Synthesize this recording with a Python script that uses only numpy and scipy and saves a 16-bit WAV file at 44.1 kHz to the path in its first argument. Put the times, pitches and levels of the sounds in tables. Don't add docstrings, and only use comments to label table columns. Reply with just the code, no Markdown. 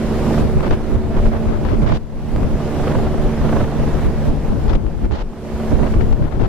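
import sys
import numpy as np
from scipy import signal
from scipy.fft import rfft, irfft, next_fast_len
from scipy.io import wavfile
from scipy.ndimage import uniform_filter1d, map_coordinates

SR = 44100
rng = np.random.default_rng(int(sys.argv[2]) if len(sys.argv) > 2 else 0)


def master_out(mix):
    frames = np.transpose(np.atleast_2d(mix))
    ceiling = np.clip(frames, -1, 1)
    pcm = np.round(ceiling * 32767).astype(np.int16)
    wavfile.write(sys.argv[1], SR, pcm)


def gain_from_db(level_db):
    decades = np.asarray(level_db, float) / 20
    return 10 ** decades


N = 285988

# (frequency [Hz], relative density [dB per Hz])
ROAR_SPECTRUM = [(15, -40), (50, -15.5), (100, -6), (250, -6.5), (600, -13), (1100, -22.5), (2000, -30),
                 (4000, -37.5), (6000, -41), (8000, -45), (10500, -48), (14200, -52.5)]
CHOP_SPECTRUM = [(200, -10.5), (500, 12.5), (1000, 3), (2000, -9), (4000, -23), (8000, -54)]
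LUMP_SPECTRUM = [(5, 3), (14, 15.5), (28, 13), (45, 1.5), (70, -0.5), (140, -19), (300, -57.5)]
EDDY_SPECTRUM = [(30, -2.5), (70, 5.5), (150, -3), (300, -9.5), (600, -19.5), (1200, -32.5), (3000, -71.5)]
TEAR_SPECTRUM = [(150, -14), (400, 0), (1000, -6.5), (2000, -17), (3500, -31.5), (6000, -54)]
HISS_SPECTRUM = [(1500, -10), (3000, 3.5), (5000, -3.5), (7000, -13), (9000, -28), (14000, -50)]

# (time [s], gain [dB])
ROAR_TREBLE = [(0, 1), (.4, 2.5), (.6, -1.5), (1.9, 0), (2.5, 0.5), (3.3, -.5), (4.9, 0.5), (5.5, 2),
               (6.48, 0)]
# (multiple of the blade rate [1], level [dB])
TAIL_HARMONICS = [(1, -23.5), (2, -22.5), (3, -20.5), (4, -31), (5, -27.5), (6, -32.5), (7, -49),
                  (8, -34.5), (9, -42.5)]
# (time [s], level [dB], tilt per multiple about the third [dB], even over odd multiples [dB])
HUM_DRIFT = [(0, 0, 0, -2), (.45, -0.5, -0.5, 1.5), (1.1, 2.5, 1.5, -6.5), (1.6, 1.5, .5, -1.5),
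             (2.2, 0.5, -1.5, -0.5), (2.9, -1, 0.5, 2.5), (3.7, -1, -1, 3), (4.3, -3, -0.5, 2),
             (4.95, -0.5, -2, -4), (5.6, 1.5, 1, -3), (6.48, 0, 0.5, -1)]
# (time [s], level [dB])
CHOP_LEVEL = [(0, -48), (.2, -30), (.35, -24.5), (.6, -35.5), (1.2, -29.5), (1.6, -48), (2.4, -46),
              (2.78, -30.5), (2.88, -20), (3.05, -25), (3.25, -29.5), (3.42, -28), (3.57, -21.5),
              (3.7, -25), (4.2, -32), (5.6, -32), (5.8, -24.5), (6.1, -38), (6.48, -43.5)]
# (frequency [Hz], correlation [-1 to 1])
PORT_CORRELATION = [(60, .75), (150, .82), (400, .9), (900, .84), (1800, .7), (3500, .34), (5000, 0),
                    (6500, -.22), (9000, -.15), (13000, .2)]
# (frequency [Hz], left over right [dB])
PORT_BALANCE = [(60, -2.5), (240, -4), (930, -2.5), (3660, 1), (14400, 0)]

# (time [s], left level [dB], right level [dB])
WASH_LEVEL = [(0, -21, -25), (.5, -19, -14), (1.1, -12.5, -12.5), (1.6, -10, -16), (1.95, -10, -11),
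              (2.08, -7, -15), (2.3, -13, -9), (2.7, -20, -18), (3.5, -17.5, -15.5), (4.2, -13.5, -16),
              (4.6, -12.5, -19.5), (5.1, -6, -17), (5.4, -21, -24), (5.6, -16, -26), (5.9, -14, -12.5),
              (6.2, -4, -8.5), (6.48, -13, -9)]
# (start [s], length [s], left level [dB], right level [dB], hiss over tear [dB])
RASP_BURSTS = [(0.599, 0.011, -15, -34, -32), (0.628, 0.054, -18.5, -18, -20),
               (0.707, 0.037, -17.5, -18, -17), (0.943, .011, -37, -19, -24), (1.166, 0.032, -28, -18, -22),
               (1.25, 0.018, -17, -15, -22), (1.314, 0.062, -20, -18, -24), (1.48, 0.098, -16.5, -43, -24),
               (1.648, 0.11, -15.5, -38, -20.5), (1.818, 0.071, -18, -22, -19),
               (1.863, 0.075, -11, -11, -18), (1.938, .038, -15, -20.5, -9), (4.68, 0.083, -13, -44, -15.5),
               (5.043, 0.015, -16, -35, -23), (5.115, 0.111, -12, -12, -13),
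               (5.824, 0.058, -17.5, -21, -30), (5.937, 0.0068, -7, -10, -33),
               (6.006, 0.019, -15, -37, -21), (6.126, 0.011, -6.5, -37, -18),
               (6.22, 0.071, -14.5, -38, -20), (6.31, 0.055, -13.5, -39, -20), (6.397, 0.074, -9, -38, -19)]
# (time [s], peak level [dB], left over right [dB])
PRESSURE_STEPS = [(.607, -6, 4), (.641, -14, 1), (.657, -14, 0), (.722, -10, 0), (1.258, -9, 0),
                  (1.647, -22, 9), (2.362, -2.5, 3), (2.432, -9, 7), (4.752, -6, 10), (4.866, -6, 18),
                  (5.055, -13.5, 18), (5.111, 0.5, 7), (5.187, -9, 6), (6.011, -5, 14), (6.021, -15, 11),
                  (6.114, -14, 16), (6.134, -9, 18), (6.411, -6, 15)]
# (centre [s], swing [Hz], left envelope peak [dB], right envelope peak [dB], flutter over shove [dB])
AIR_SHOVES = [(.068, 54.4, -19, -11, -12), (.215, 55, -20, -22, -19), (0.394, 41, -25, -12, -10),
              (0.442, 44, -9.5, -10.5, 0), (.515, 55, -17, -12, -24), (0.576, 41, -4, -4, -8.5),
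              (0.72, 24, -3, -6, -6.5), (0.954, 43.6, -10, -1, -7.5), (1.194, 27, -4, -2, -17),
              (1.273, 29.6, -1, -1, -19), (1.357, 40, -5, -12, -18), (1.489, 45.7, -3, -2, -4),
              (1.652, 51, -1.5, -4, -13), (1.716, 54.6, -12.5, -6, 2.5), (1.775, 38, -1.5, -1, -14),
              (1.857, 33, -12, 4, -2), (1.928, 38, -4, 3, -3), (2.352, 52, -6, 0, -10),
              (2.437, 30.4, -7, -5.5, -5), (2.545, 32.8, -4, -7, -10.5), (2.9, 55, -12, -17, -10),
              (2.976, 55, -8, -10.5, -5), (3.043, 50, -9, -9, -8), (3.199, 40.3, -6, -5, -39),
              (3.259, 36.3, -3, -4.5, -17), (3.432, 45, -8, -14, -8.5), (3.52, 62, -16, -16, -5),
              (3.632, 50, -14, -8, -5), (3.8, 45, -20, -16, -3), (3.956, 55.6, -3, -22, -13),
              (4.077, 32, -11.5, -8, 0.5), (4.299, 28.8, -7, -4, -1.5), (4.391, 40, -1, -7, -25),
              (4.499, 23, -6, -7, -10), (4.57, 64, -9, -24, 5.5), (4.69, 41.8, 3.5, 2, -8),
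              (4.756, 35, 5, 5, -9.5), (4.814, 48, 1.5, -7, -6), (4.868, 50.7, 11, -3, -14),
              (4.975, 45.3, 1, -22, -17), (5.052, 43.6, 7.5, 3.5, -12), (5.123, 58, -9, 6, -3.5),
              (5.221, 33, 4, 0, -22), (5.275, 22, 2, -2, -31), (5.549, 56.3, -4, -5, -36),
              (5.748, 40, -16, -4, 0.5), (5.819, 40, -10, -2.5, -3), (5.975, 45, 3, -2, -4.5),
              (6.051, 35, -2, -8, -1), (6.138, 38, 9.5, 2, -19), (6.233, 45.2, 1, -6, 0),
              (6.35, 27, -4, -6, -2), (6.408, 60, -5.5, -20, 8), (6.459, 33, 2.5, -6, -12)]
# (time of full depth [s], gain [dB])
LEVEL_DIPS = [(0, -4.5), (0.431, -6.5), (.6, -6.5), (.76, -8.5), (.97, -10.5), (1.3, -9.5), (1.48, -10),
              (1.66, -10), (1.85, -13), (1.99, -19.5), (2.44, -8), (2.93, -4.5), (3.06, -6.5), (3.26, -5.5),
              (3.65, -6.5), (3.9, -5.5), (4.08, -8), (4.31, -10), (4.5, -10), (4.68, -12), (4.77, -16.5),
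              (4.88, -15.5), (5.07, -18.5), (5.17, -18.5), (5.25, -16.5), (5.76, -8), (5.94, -10),
              (6.05, -10.5), (6.14, -14), (6.26, -15), (6.4, -14)]

TAIL_HZ, BLADE_HZ = 74.37, 26.05
TREBLE_FROM_HZ = 3300
FLUTTER_UNDER_DB = 6.5
SWING_CYCLES, STIR_S = 0.76, 0.038
FALL_S, HOLD_S, RECOVER_S, CALM_DB = 0.038, 0.1, 0.36, -0.5
TOP_HZ = 14250


def unit(x):
    return x / np.sqrt(np.mean(x ** 2, axis=-1, keepdims=True) + 1e-20)


def along(points, hz):
    point_hz, value = np.transpose(points)
    return np.interp(np.log(hz + 1), np.log(point_hz + 1), value)


def curves(rows):
    s, *columns = np.transpose(rows)
    t = np.arange(N) / SR
    return np.array([np.interp(t, s, column) for column in columns])


def wobble(rate, count=1):
    knots = rng.standard_normal((count, N // 50))
    position = np.arange(N) * rate / SR
    used = int(N * rate / SR) + 4
    return np.array([map_coordinates(row[:used], [position]) for row in knots])


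def filtered(x, response):
    size = next_fast_len(N + 8192)
    hz = np.fft.rfftfreq(size, 1 / SR)
    return irfft(rfft(x, size) * response(hz), size)[..., :N]


def noise(spectrum):
    white = rng.standard_normal((2, N))
    return unit(filtered(white, lambda hz: gain_from_db(along(spectrum, hz))))


def evened(x, window_s, share):
    power = np.abs(uniform_filter1d(x ** 2, int(window_s * SR), axis=1)) + 1e-3
    return unit(x / power ** (np.clip(share, 0, 1) / 2))


def turbines():
    z = signal.stft(noise(ROAR_SPECTRUM), nperseg=512)[2]
    patches = uniform_filter1d(rng.standard_normal(z.shape[1:]), 8, axis=0)
    patches = uniform_filter1d(patches, 10, axis=1)
    patchy = z * gain_from_db(1.03 * patches / patches.std())
    roar = unit(signal.istft(patchy, nperseg=512)[1][:, :N])
    treble = filtered(roar, lambda hz: hz ** 2 / (hz ** 2 + TREBLE_FROM_HZ ** 2))
    return gain_from_db(-18.5) * (roar + (gain_from_db(curves(ROAR_TREBLE)) - 1) * treble)


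def tail_rotor():
    t = np.arange(N) / SR
    count = len(TAIL_HARMONICS)
    order, tone_db = np.transpose(TAIL_HARMONICS)[:, :, None]
    hum_db, tilt_db, even_db = curves(HUM_DRIFT)
    waver_db = np.sqrt(order) * (.8 * wobble(5, count=count) + .4 * wobble(1.5, count=count))
    level_db = tone_db + hum_db + tilt_db * (order - 3) + even_db * (order % 2 == 0) + waver_db
    drift = .2 * wobble(4) + 0.051 * wobble(8, count=count)
    start = rng.uniform(0, 2 * np.pi, (count, 1))
    phase = order * (2 * np.pi * TAIL_HZ * t + drift) + start
    hum = np.sqrt(2) * np.sum(gain_from_db(level_db) * np.sin(phase), axis=0)
    return np.array([hum, 0.22 * hum])


def main_rotor():
    turns = BLADE_HZ * np.arange(N) / SR + .53
    size_db = 1.5 * rng.standard_normal(N // 1000)[turns.astype(int)]
    gate = np.exp(1.6 * (np.cos(2 * np.pi * (turns - .5)) - 1))
    bursts = gate * gain_from_db(size_db + 2.2 * wobble(150)) * noise(CHOP_SPECTRUM)
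    return gain_from_db(curves(CHOP_LEVEL)) * unit(bursts)


def at_ports(pair):
    def mid_side_gain(hz):
        angle = np.arccos(np.clip(along(PORT_CORRELATION, hz), -1, 1)) / 2
        return np.sqrt(2) * np.array([np.cos(angle), np.sin(angle)])

    mid, side = filtered(pair, mid_side_gain)
    ports = np.array([mid + side, mid - side]) / np.sqrt(2)
    return filtered(ports, lambda hz: gain_from_db(np.outer([.5, -.5], along(PORT_BALANCE, hz))))


def stirred():
    s, _, left_db, right_db, over_db = np.transpose(AIR_SHOVES)
    t = np.arange(0, N, 32) / SR
    bell = np.exp(-((t - s[:, None]) / STIR_S) ** 2)
    level = gain_from_db([left_db + over_db, right_db + over_db]) @ bell
    return np.repeat(level, 32, axis=1)[:, :N]


def buffeting():
    left, right = noise(LUMP_SPECTRUM)
    lumps = evened(np.array([left, 0.19 * left + 2.5 * right]), window_s=0.16, share=0.19)
    eddies = evened(noise(EDDY_SPECTRUM), window_s=0.0435, share=1.0)
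    eddies = eddies * gain_from_db(2.44 * wobble(35, count=2))
    wash = gain_from_db(curves(WASH_LEVEL))
    steady = wash * gain_from_db(3.5 * wobble(9, count=2) - FLUTTER_UNDER_DB)
    flutter = steady + uniform_filter1d(stirred(), size=64, axis=1)
    return wash * lumps + flutter * unit(eddies)


def snaps():
    out = np.zeros((2, N + SR))
    t = np.arange(SR // 50) / SR
    step = np.exp(-t / .0004) * (1 - np.exp(-t / .00012)) ** 2
    step = step / step.max()
    signs = np.sign(rng.standard_normal(len(PRESSURE_STEPS)))
    for (s, db, pan_db), sign in zip(PRESSURE_STEPS, signs):
        gain = gain_from_db([[db + pan_db / 2], [db - pan_db / 2]])
        out[:, round(s * SR):][:, :len(t)] += gain * sign * step
    return out[:, :N]


def rasp():
    tear, hiss = np.zeros((2, 2, N))
    for s, length, left_db, right_db, hiss_db in RASP_BURSTS:
        span = slice(round(s * SR), round((s + length) * SR))
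        tear[:, span] = gain_from_db([[left_db], [right_db]])
        hiss[:, span] = gain_from_db([[left_db + hiss_db], [right_db + hiss_db]])
    ragged = gain_from_db(2.4 * wobble(160, count=2) + 1.8 * wobble(500, count=2))

    def soften(gain):
        return uniform_filter1d(gain, int(0.005 * SR), axis=1)

    tearing = soften(tear) * unit(ragged * noise(TEAR_SPECTRUM))
    return tearing + soften(hiss) * unit(ragged * noise(HISS_SPECTRUM))


def shoves():
    out = np.zeros((2, N + SR))
    t = np.arange(-SR // 8, SR // 8) / SR
    draws = rng.standard_normal((len(AIR_SHOVES), 2))
    for (s, hz, left_db, right_db, _), (start, skew) in zip(AIR_SHOVES, draws):
        phase = 2 * np.pi * hz * t + np.pi * start + np.array([[0], [.9 * skew]])
        swing = np.exp(-(t * hz / SWING_CYCLES) ** 2) * np.cos(phase)
        out[:, round(s * SR):][:, :len(t)] += gain_from_db([[left_db], [right_db]]) * swing
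    return out[:, SR // 8:][:, :N]


def dip_gain_db():
    t = np.arange(0, N, 32) / SR
    s, low_db = np.transpose(LEVEL_DIPS)[:, :, None]
    fall = np.clip((t - s) / FALL_S + 1, 0, 1)
    recovery = np.exp(-np.maximum(t - s - HOLD_S, 0) / RECOVER_S)
    gain_db = CALM_DB + np.min((low_db - CALM_DB) * recovery * fall, axis=0)
    return np.interp(np.arange(N) / SR, t, gain_db)


def scene():
    aircraft = at_ports(tail_rotor() + main_rotor() + turbines())
    return aircraft + buffeting() + shoves() + rasp() + snaps()


def low_pass(x):
    return signal.sosfilt(signal.butter(12, 15030, fs=SR, output="sos"), x)


def record(dry):
    dipped = dry * gain_from_db(dip_gain_db())
    rounded = dipped / (1 + np.abs(dipped / .72) ** 5) ** (1 / 5)
    mix = filtered(rounded, lambda hz: hz < TOP_HZ)
    return low_pass(mix)


dry = scene()
out = record(dry)
master_out(out)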